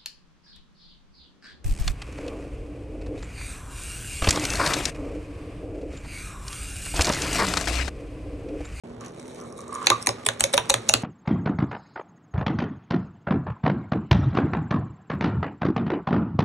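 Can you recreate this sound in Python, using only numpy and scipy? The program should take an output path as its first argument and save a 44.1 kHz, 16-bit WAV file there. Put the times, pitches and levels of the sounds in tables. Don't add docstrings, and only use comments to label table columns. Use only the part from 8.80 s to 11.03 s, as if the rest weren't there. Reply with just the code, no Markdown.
import sys
import numpy as np
from scipy import signal
from scipy.fft import rfft, irfft, next_fast_len
from scipy.io import wavfile
from scipy.ndimage import uniform_filter1d

SR = 44100
rng = np.random.default_rng(int(sys.argv[2]) if len(sys.argv) > 2 else 0)


def gain_from_decibels(decibels):
    exponent = np.asarray(decibels, float) / 20
    return 10 ** exponent


def unload_wav(signal):
    wavfile.write(
        sys.argv[1],
        SR,
        np.round(np.clip(np.atleast_2d(signal).T, -1, 1) * 32767).astype(np.int16),
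    )


N = 98298
t = np.arange(N) / SR
PORTS = np.array([[0], [-np.pi / 2]])


def read(table, hz):
    table = np.array(table, float)
    return np.interp(np.log(hz + 1), np.log(table[:, 0]), table[:, 1])


def unit(x):
    return x / np.sqrt(np.mean(x ** 2))


def band(x, hz, width):
    return signal.lfilter(*signal.iirpeak(hz, hz / width, SR), x)


def add(out, start_s, x):
    i = int(start_s * SR)
    out[..., i:i + x.shape[-1]] += x[..., :N - i]


def ring(hz, t60, rise, phase=0., size=8000):
    u = np.arange(size) / SR
    envelope = (1 - np.exp(-u / rise)) * np.exp(-np.log(1000) * u / t60)
    return envelope * np.sin(2 * np.pi * hz * u + phase)


def walk(rate):
    k = int(SR / rate)
    steps = np.repeat(rng.standard_normal(N // k + 1), k)
    return 1.65 * uniform_filter1d(uniform_filter1d(steps, k), k)[:N]


# pitch_hz, level_db (per Hz)
AIR_SPECTRUM = [(30, -7), (70, 1.5), (130, 9.5), (260, 6), (500, 10), (1000, -12.5), (2000, -24),
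                (16000, -75)]
# pitch_hz, level_db (rms)
MAINS_HUM = [(120, -66.5), (241, -50)]


def air():
    rumble = 0
    for hz in 40 * 2 ** np.arange(0, 8.6, .5):
        noise = rng.standard_normal((2, N))
        noise = band(band(noise, hz, hz / 2), hz, hz / 2)
        rumble = rumble + gain_from_decibels(read(AIR_SPECTRUM, hz) + 0.97 * walk(5.71)) * noise
    hum = 0
    for hz, db in MAINS_HUM:
        level = gain_from_decibels(db + 3 + 2.5 * walk(18))
        hum = hum + level * np.sin(2 * np.pi * np.cumsum(hz + 5 * walk(14)) / SR)
    return unit(rumble) * gain_from_decibels(-41.5) + hum


ROOM_HZ, ROOM_T60_S, ROOM_DB = (350, 1500, 6000), (0.1, 0.43, 0.16), (-15.5, -24.5, -17)


def room(x):
    u, tail = np.arange(SR // 2) / SR, 0
    for hz, t60, db in zip(ROOM_HZ, ROOM_T60_S, ROOM_DB):
        fade = (1 - np.exp(-u / 0.0071)) * np.exp(-np.log(1000) * u / t60)
        part = band(rng.standard_normal((2, len(u))), hz, 1.276 * hz) * fade
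        tail = tail + gain_from_decibels(db) * part / np.sqrt(np.sum(fade ** 2) * hz / SR * 4)
    return signal.fftconvolve(x, tail, axes=1)[:, :N]


# pitch_hz, width_hz, level_db
DECK_MODES = [(1350, 1010, -4), (2450, 535, 3.5), (2705, 880, 0), (3723, 736, 4), (4080, 960, 0.5),
              (5430, 1350, 5.5), (6760, 3150, 7), (7720, 2020, 8), (9580, 820, -3)]


def crack(treble_db, rise, buzz_db, size=2500):
    u = np.arange(size) / SR
    blow = (u / rise) ** 2 * np.exp(-u / rise) * 2
    buzz = gain_from_decibels(buzz_db) * (1 - np.exp(-u / rise)) * np.exp(-u / 0.009)
    burst = (blow + buzz) * rng.standard_normal((2, size))
    shake_db = 2.0 * rng.standard_normal(len(DECK_MODES))
    out = gain_from_decibels(-8 + treble_db) * signal.lfilter([1, -1], 1, burst)
    for k, (hz, width, db) in enumerate(DECK_MODES):
        level = gain_from_decibels(db + shake_db[k] + treble_db * (hz > 5000))
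        out = out + (-1) ** k * level * band(burst, hz, width)
    return out / np.abs(out[0]).max()


# start_s, level_db, pitch_hz
AXLE_TICKS = [(0.209, -32.5, 6200), (0.2463, -34, 6270), (0.2618, -30, 5940), (0.2817, -35, 6100),
              (0.3197, -40.5, 5900), (0.3476, -43, 5870), (0.397, -35.5, 5760), (0.428, -41, 6220),
              (0.461, -39, 6030), (0.47, -38, 9140), (0.4795, -33.5, 5810), (0.5192, -45, 6200),
              (0.5462, -31, 6100), (0.5594, -43, 6760), (0.5836, -36, 5960), (0.601, -33, 6130),
              (0.6124, -29.5, 5950), (0.638, -36.5, 5800), (0.7024, -41, 5610), (0.7245, -32, 9300),
              (0.773, -35, 9700), (0.779, -33, 8800), (0.789, -32.5, 7430), (0.8053, -29, 8600),
              (0.815, -33, 8600), (0.88, -31, 8370), (0.9286, -27, 8550), (0.9421, -25, 9700),
              (0.9505, -21.5, 6800), (1.0006, -41, 6600), (1.0275, -29.5, 8650), (1.2154, -26, 5360),
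              (1.22, -24, 5650), (1.2256, -17, 5410), (1.307, -27, 6100), (1.5344, -33, 8390),
              (2.2024, -37, 8400)]


def ticks():
    out = np.zeros((2, N))
    for start_s, db, hz in AXLE_TICKS:
        metal = ring(hz, 0.0073, 0.00091, PORTS, size=2500)
        add(out, start_s, gain_from_decibels(db - 2.0) * crack(2, 0.00024, -10.5) + gain_from_decibels(db - 1.0) * metal)
    return out


# pitch_hz, level_db, t60_s
PLATFORM_MODES = [(1055, -4.5, 0.09), (1112, 6.5, 0.058), (1173, 11, 0.045), (1194, -3, 0.047),
                  (1587, -12, 0.034)]
# start_s, level_db
FLAT_KNOCKS = [
    (.790, -36.5),
    (.892, -36),
    (.924, -30),
    (0.956, -25),
    (0.986, -32.5),
    (1.017, -28),
    (1.041, -30),
    (1.1178, -13),
    (1.1443, -22.5),
    (1.164, -33),
]


def knocks():
    out = np.zeros((2, N))
    for start_s, db in FLAT_KNOCKS:
        for hz, mode_db, t60 in PLATFORM_MODES:
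            level_chance, phase_chance = rng.standard_normal(2)
            mode = ring(hz, .85 * t60, .005, .4 * phase_chance + PORTS)
            add(out, start_s, gain_from_decibels(db + mode_db + 2.0 * level_chance) * mode)
    return out


# pitch_hz, width_hz, level_db
GRIT_BANDS = [(2240, 240, 9.5), (3876, 350, 7.5), (5930, 2200, -0.5), (8340, 930, -1.5)]
# start_s, hiss_db, drone_db, scrape_db
ROLL_LEVELS = [(0.192, -98.5, -88, -57), (0.208, -55, -47, -56.5), (0.257, -78, -44.5, -46),
               (0.298, -69, -60, -58), (.52, -59.5, -76, -54.5), (.60, -59, -47, -56.5),
               (.68, -56, -54, -80), (.80, -57, -50, -102), (1.041, -55, -40, -40.5),
               (1.20, -58, -87, -44.5), (1.25, -67, -55.5, -50), (2.22, -57, -54, -48.5)]


def rolling():
    roll_s, *levels = np.array(ROLL_LEVELS).T
    hiss_db, drone_db, scrape_db = (np.interp(t, roll_s, level) for level in levels)
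    grains = rng.random(N) < 700 / SR
    grit = grains * gain_from_decibels(3.0 * np.minimum(rng.exponential(size=N), 2.5))
    grit = signal.lfilter([1], [1, -.96], grit) + 0.58

    crushed = grit * rng.standard_normal((2, N))
    hiss = sum(gain_from_decibels(db) * band(crushed, hz, width) for hz, width, db in GRIT_BANDS)
    hiss = unit(hiss) * gain_from_decibels(hiss_db + 3.3 * walk(27.4) + 1.5)
    scrape = unit(band(grit * rng.standard_normal((2, N)), 1150, 1400)) * gain_from_decibels(scrape_db)

    grain = rng.standard_normal((2, N)) * gain_from_decibels(2.5 * walk(60))
    drone = sum(gain_from_decibels(db) * band(grain, hz, 3 / t60) for hz, db, t60 in PLATFORM_MODES)
    turn_db = 2.7 * np.cos(2 * np.pi * 32.6 * (t - .9600))
    drone = unit(drone) * gain_from_decibels(drone_db + turn_db + 1)
    return hiss + scrape + drone + ticks() + knocks()


# start_s, floor_db, table_db, box_db
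LANDING_THUDS = [(0.101, -41.5, -56, -54), (0.168, -46, -44, -60), (1.105, -40, -37, -61),
                 (1.275, -38, -36, -35.5), (1.467, -44, -38.5, -43), (1.612, -34.5, -39, -49.5),
                 (1.781, -41, -39, -47.5), (1.741, -44, -44, -40.5), (1.903, -35.5, -47, -53),
                 (1.944, -45, -35.5, -41.5), (2.095, -39, -40, -54), (2.143, -40, -33, -32)]
THUD_HZ, THUD_T60_S, THUD_RISE_S = (55, 112, 285), (.10, .16, .09), (.02, .025, .01)


def thuds():
    out = np.zeros((2, N))
    for start_s, *levels_db in LANDING_THUDS:
        for db, hz, t60, rise in zip(levels_db, THUD_HZ, THUD_T60_S, THUD_RISE_S):
            add(out, start_s, gain_from_decibels(db + 16.5) * ring(hz, t60, rise, PORTS, size=14000))
    return out


# start_s, level_db, length_ms
EDGE_GRAZES = [(1.059, -21, 6.9), (1.261, -13.5, 2.8), (1.449, -27.5, 8.8), (1.595, -18.5, 8.2),
               (1.632, -22, 4.8), (1.727, -20.5, 11), (1.768, -20, 5.4), (1.791, -38, 1.6), (1.891, -22, 7),
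               (1.932, -32, 2.5), (2.083, -21, 12), (2.129, -33, 3), (2.171, -31, 3), (2.221, -33, 3.3)]


def grazes():
    out = np.zeros((2, N))
    for start_s, db, ms in EDGE_GRAZES:
        add(out, start_s, gain_from_decibels(db) * crack(0.0, ms / 5000, -7))
    return out


# pitch_hz, level_db, t60_s
WOOD_MODES = [(439, -8.5, 0.027), (535, -11.5, 0.057), (702, -2.5, 0.023), (868, -4.5, 0.023),
              (1460, -7, 0.0067), (1940, 3.5, 0.0076)]


def tread(hz):
    wood = ring(hz, 30 / hz, .003, PORTS)
    for mode_hz, db, t60 in WOOD_MODES:
        level_chance, pitch_chance, phase_chance = rng.standard_normal(3)
        mode = ring(mode_hz * (1 + 0.063 * pitch_chance), t60, .001, 3 * phase_chance + PORTS)
        wood = wood + gain_from_decibels(db - 3.5 + 2.7 * level_chance) * mode
    return wood


# start_s, crack_db, treble_db, tread_db, tread_hz
LANDINGS = [(1.0690, 1.5, -18, -20.5, 1760), (1.101, 1, -11, -30.5, 438), (1.1032, -13, -28, 3, 1047),
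            (1.2700, 0, -4.5, -16, 985), (1.2814, -18.5, -8, -5, 405), (1.2900, -10.5, -7.5, -7.5, 1120),
            (1.4620, -5, -4.5, -19.5, 1060), (1.465, -4, -6, -21.5, 421), (1.487, -3.5, -9.5, -14, 1470),
            (1.6063, -0.5, -6.5, -21.5, 860), (1.6389, -1, -5.5, -16.5, 545),
            (1.7364, -10.5, -13, -7.5, 580), (1.7400, -5, -5.5, -14.5, 568), (1.7437, -16.5, -17, -13, 546),
            (1.7775, 0, -12, -11, 985), (1.8974, -0.5, 1, -15.5, 823), (1.902, -0.5, -10, -17, 535),
            (1.9400, -2, -6, -15, 1237), (2.0899, -1.5, 2.5, -20, 621), (2.0943, 0.5, 0.5, -20.5, 868),
            (2.138, 2, -14.5, -28.5, 486)]
# deck_hz, deck_db, axle_hz, axle_db
LANDING_COLOURS = [(3505, -8.5, 6200, -4.5), (3740, -8, 5600, -9), (2300, -15, 5400, -20),
                   (1900, -15, 6520, -4.5), (1510, -17, 8500, -18), (1430, -8, 5250, 4),
                   (3460, -6.5, 28000, -6), (2980, -15, 9400, -2.5), (1670, -5, 9000, -6.5),
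                   (3130, -13.5, 8180, -0.5), (2194, -7, 3200, -9.5), (3860, 0, 6500, -12),
                   (3650, -6, 8330, -8), (3680, -4, 11000, 3.5), (2534, -5.5, 5790, -7.5),
                   (3770, -9, 7840, -9), (2566, -7.5, 8180, -6), (3440, -9, 8420, -4.5),
                   (3780, -7, 6720, -4.5), (2740, -7, 5800, -9), (3610, -9, 7730, -10)]


def clacks():
    out = np.zeros((2, N))
    for landing, colour in zip(LANDINGS, LANDING_COLOURS):
        start_s, db, treble_db, tread_db, tread_hz = landing
        deck_hz, deck_db, axle_hz, axle_db = colour
        add(out, start_s, gain_from_decibels(db - 0.5) * crack(treble_db, .00045, -16))
        add(out, start_s, gain_from_decibels(db + deck_db + 1) * ring(deck_hz, 0.013, 0.00098, PORTS))
        add(out, start_s, gain_from_decibels(db + axle_db + 1) * ring(axle_hz, 0.0079, 0.00063, PORTS))
        add(out, start_s + 0.001126, gain_from_decibels(db + tread_db + 3.5) * tread(tread_hz))
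    return out


def scene():
    toy = rolling() + thuds() + grazes() + clacks()
    return toy + room(toy) + air()


def low_pass(x):
    return signal.sosfilt(signal.butter(12, 16790, fs=SR, output="sos"), x)


# pitch_hz, level_db
MIC_RESPONSE = [(1500, -0.5), (5000, 0.5), (9600, 2), (10500, 2), (13000, -4), (15000, -9), (16000, -14),
                (16700, -76)]
# pitch_hz, level_db
PORT_TILT = [(450, 0), (800, 7), (1300, 3), (2600, 2), (3300, -2), (5500, 0)]
# pitch_hz, likeness (0-1)
PORT_LIKENESS = [(400, 0.96), (800, 0.76), (1200, 0.77), (2500, 0.18), (4500, 0.29), (5800, 1),
                 (10500, 0.61), (13000, 1)]
# pitch_hz, lead_rad
PORT_LEAD = [(60, 0), (300, .35), (500, .95), (750, 2.0), (1100, -.1), (1400, -.3), (2200, 0), (4000, .3),
             (4900, 3.1), (5600, 6.2), (7200, 6.5), (9500, 8.0), (12000, 9.42)]


def record(dry):
    size = next_fast_len(N + 4096)
    hz = np.arange(size // 2 + 1) * SR / size
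    a, b = rfft(dry, size)
    alike = np.clip(read(PORT_LIKENESS, hz), 0, 1)
    turn = np.exp(.5j * read(PORT_LEAD, hz))
    tilt = gain_from_decibels(read(PORT_TILT, hz) / 2)
    left = a / turn / tilt
    right = (alike * a + np.sqrt(1 - alike ** 2) * b) * turn * tilt
    bass_cut = hz ** 2 / (hz ** 2 + 43 ** 2)
    pair = irfft(np.array([left, right]) * gain_from_decibels(read(MIC_RESPONSE, hz)) * bass_cut, size)[:, :N]
    limit = .95
    opening = np.clip((t - 0.0355) / 0.002, 0, 1)
    return low_pass(limit * np.tanh(pair / limit) * opening)


dry = scene()
out = record(dry)
unload_wav(out)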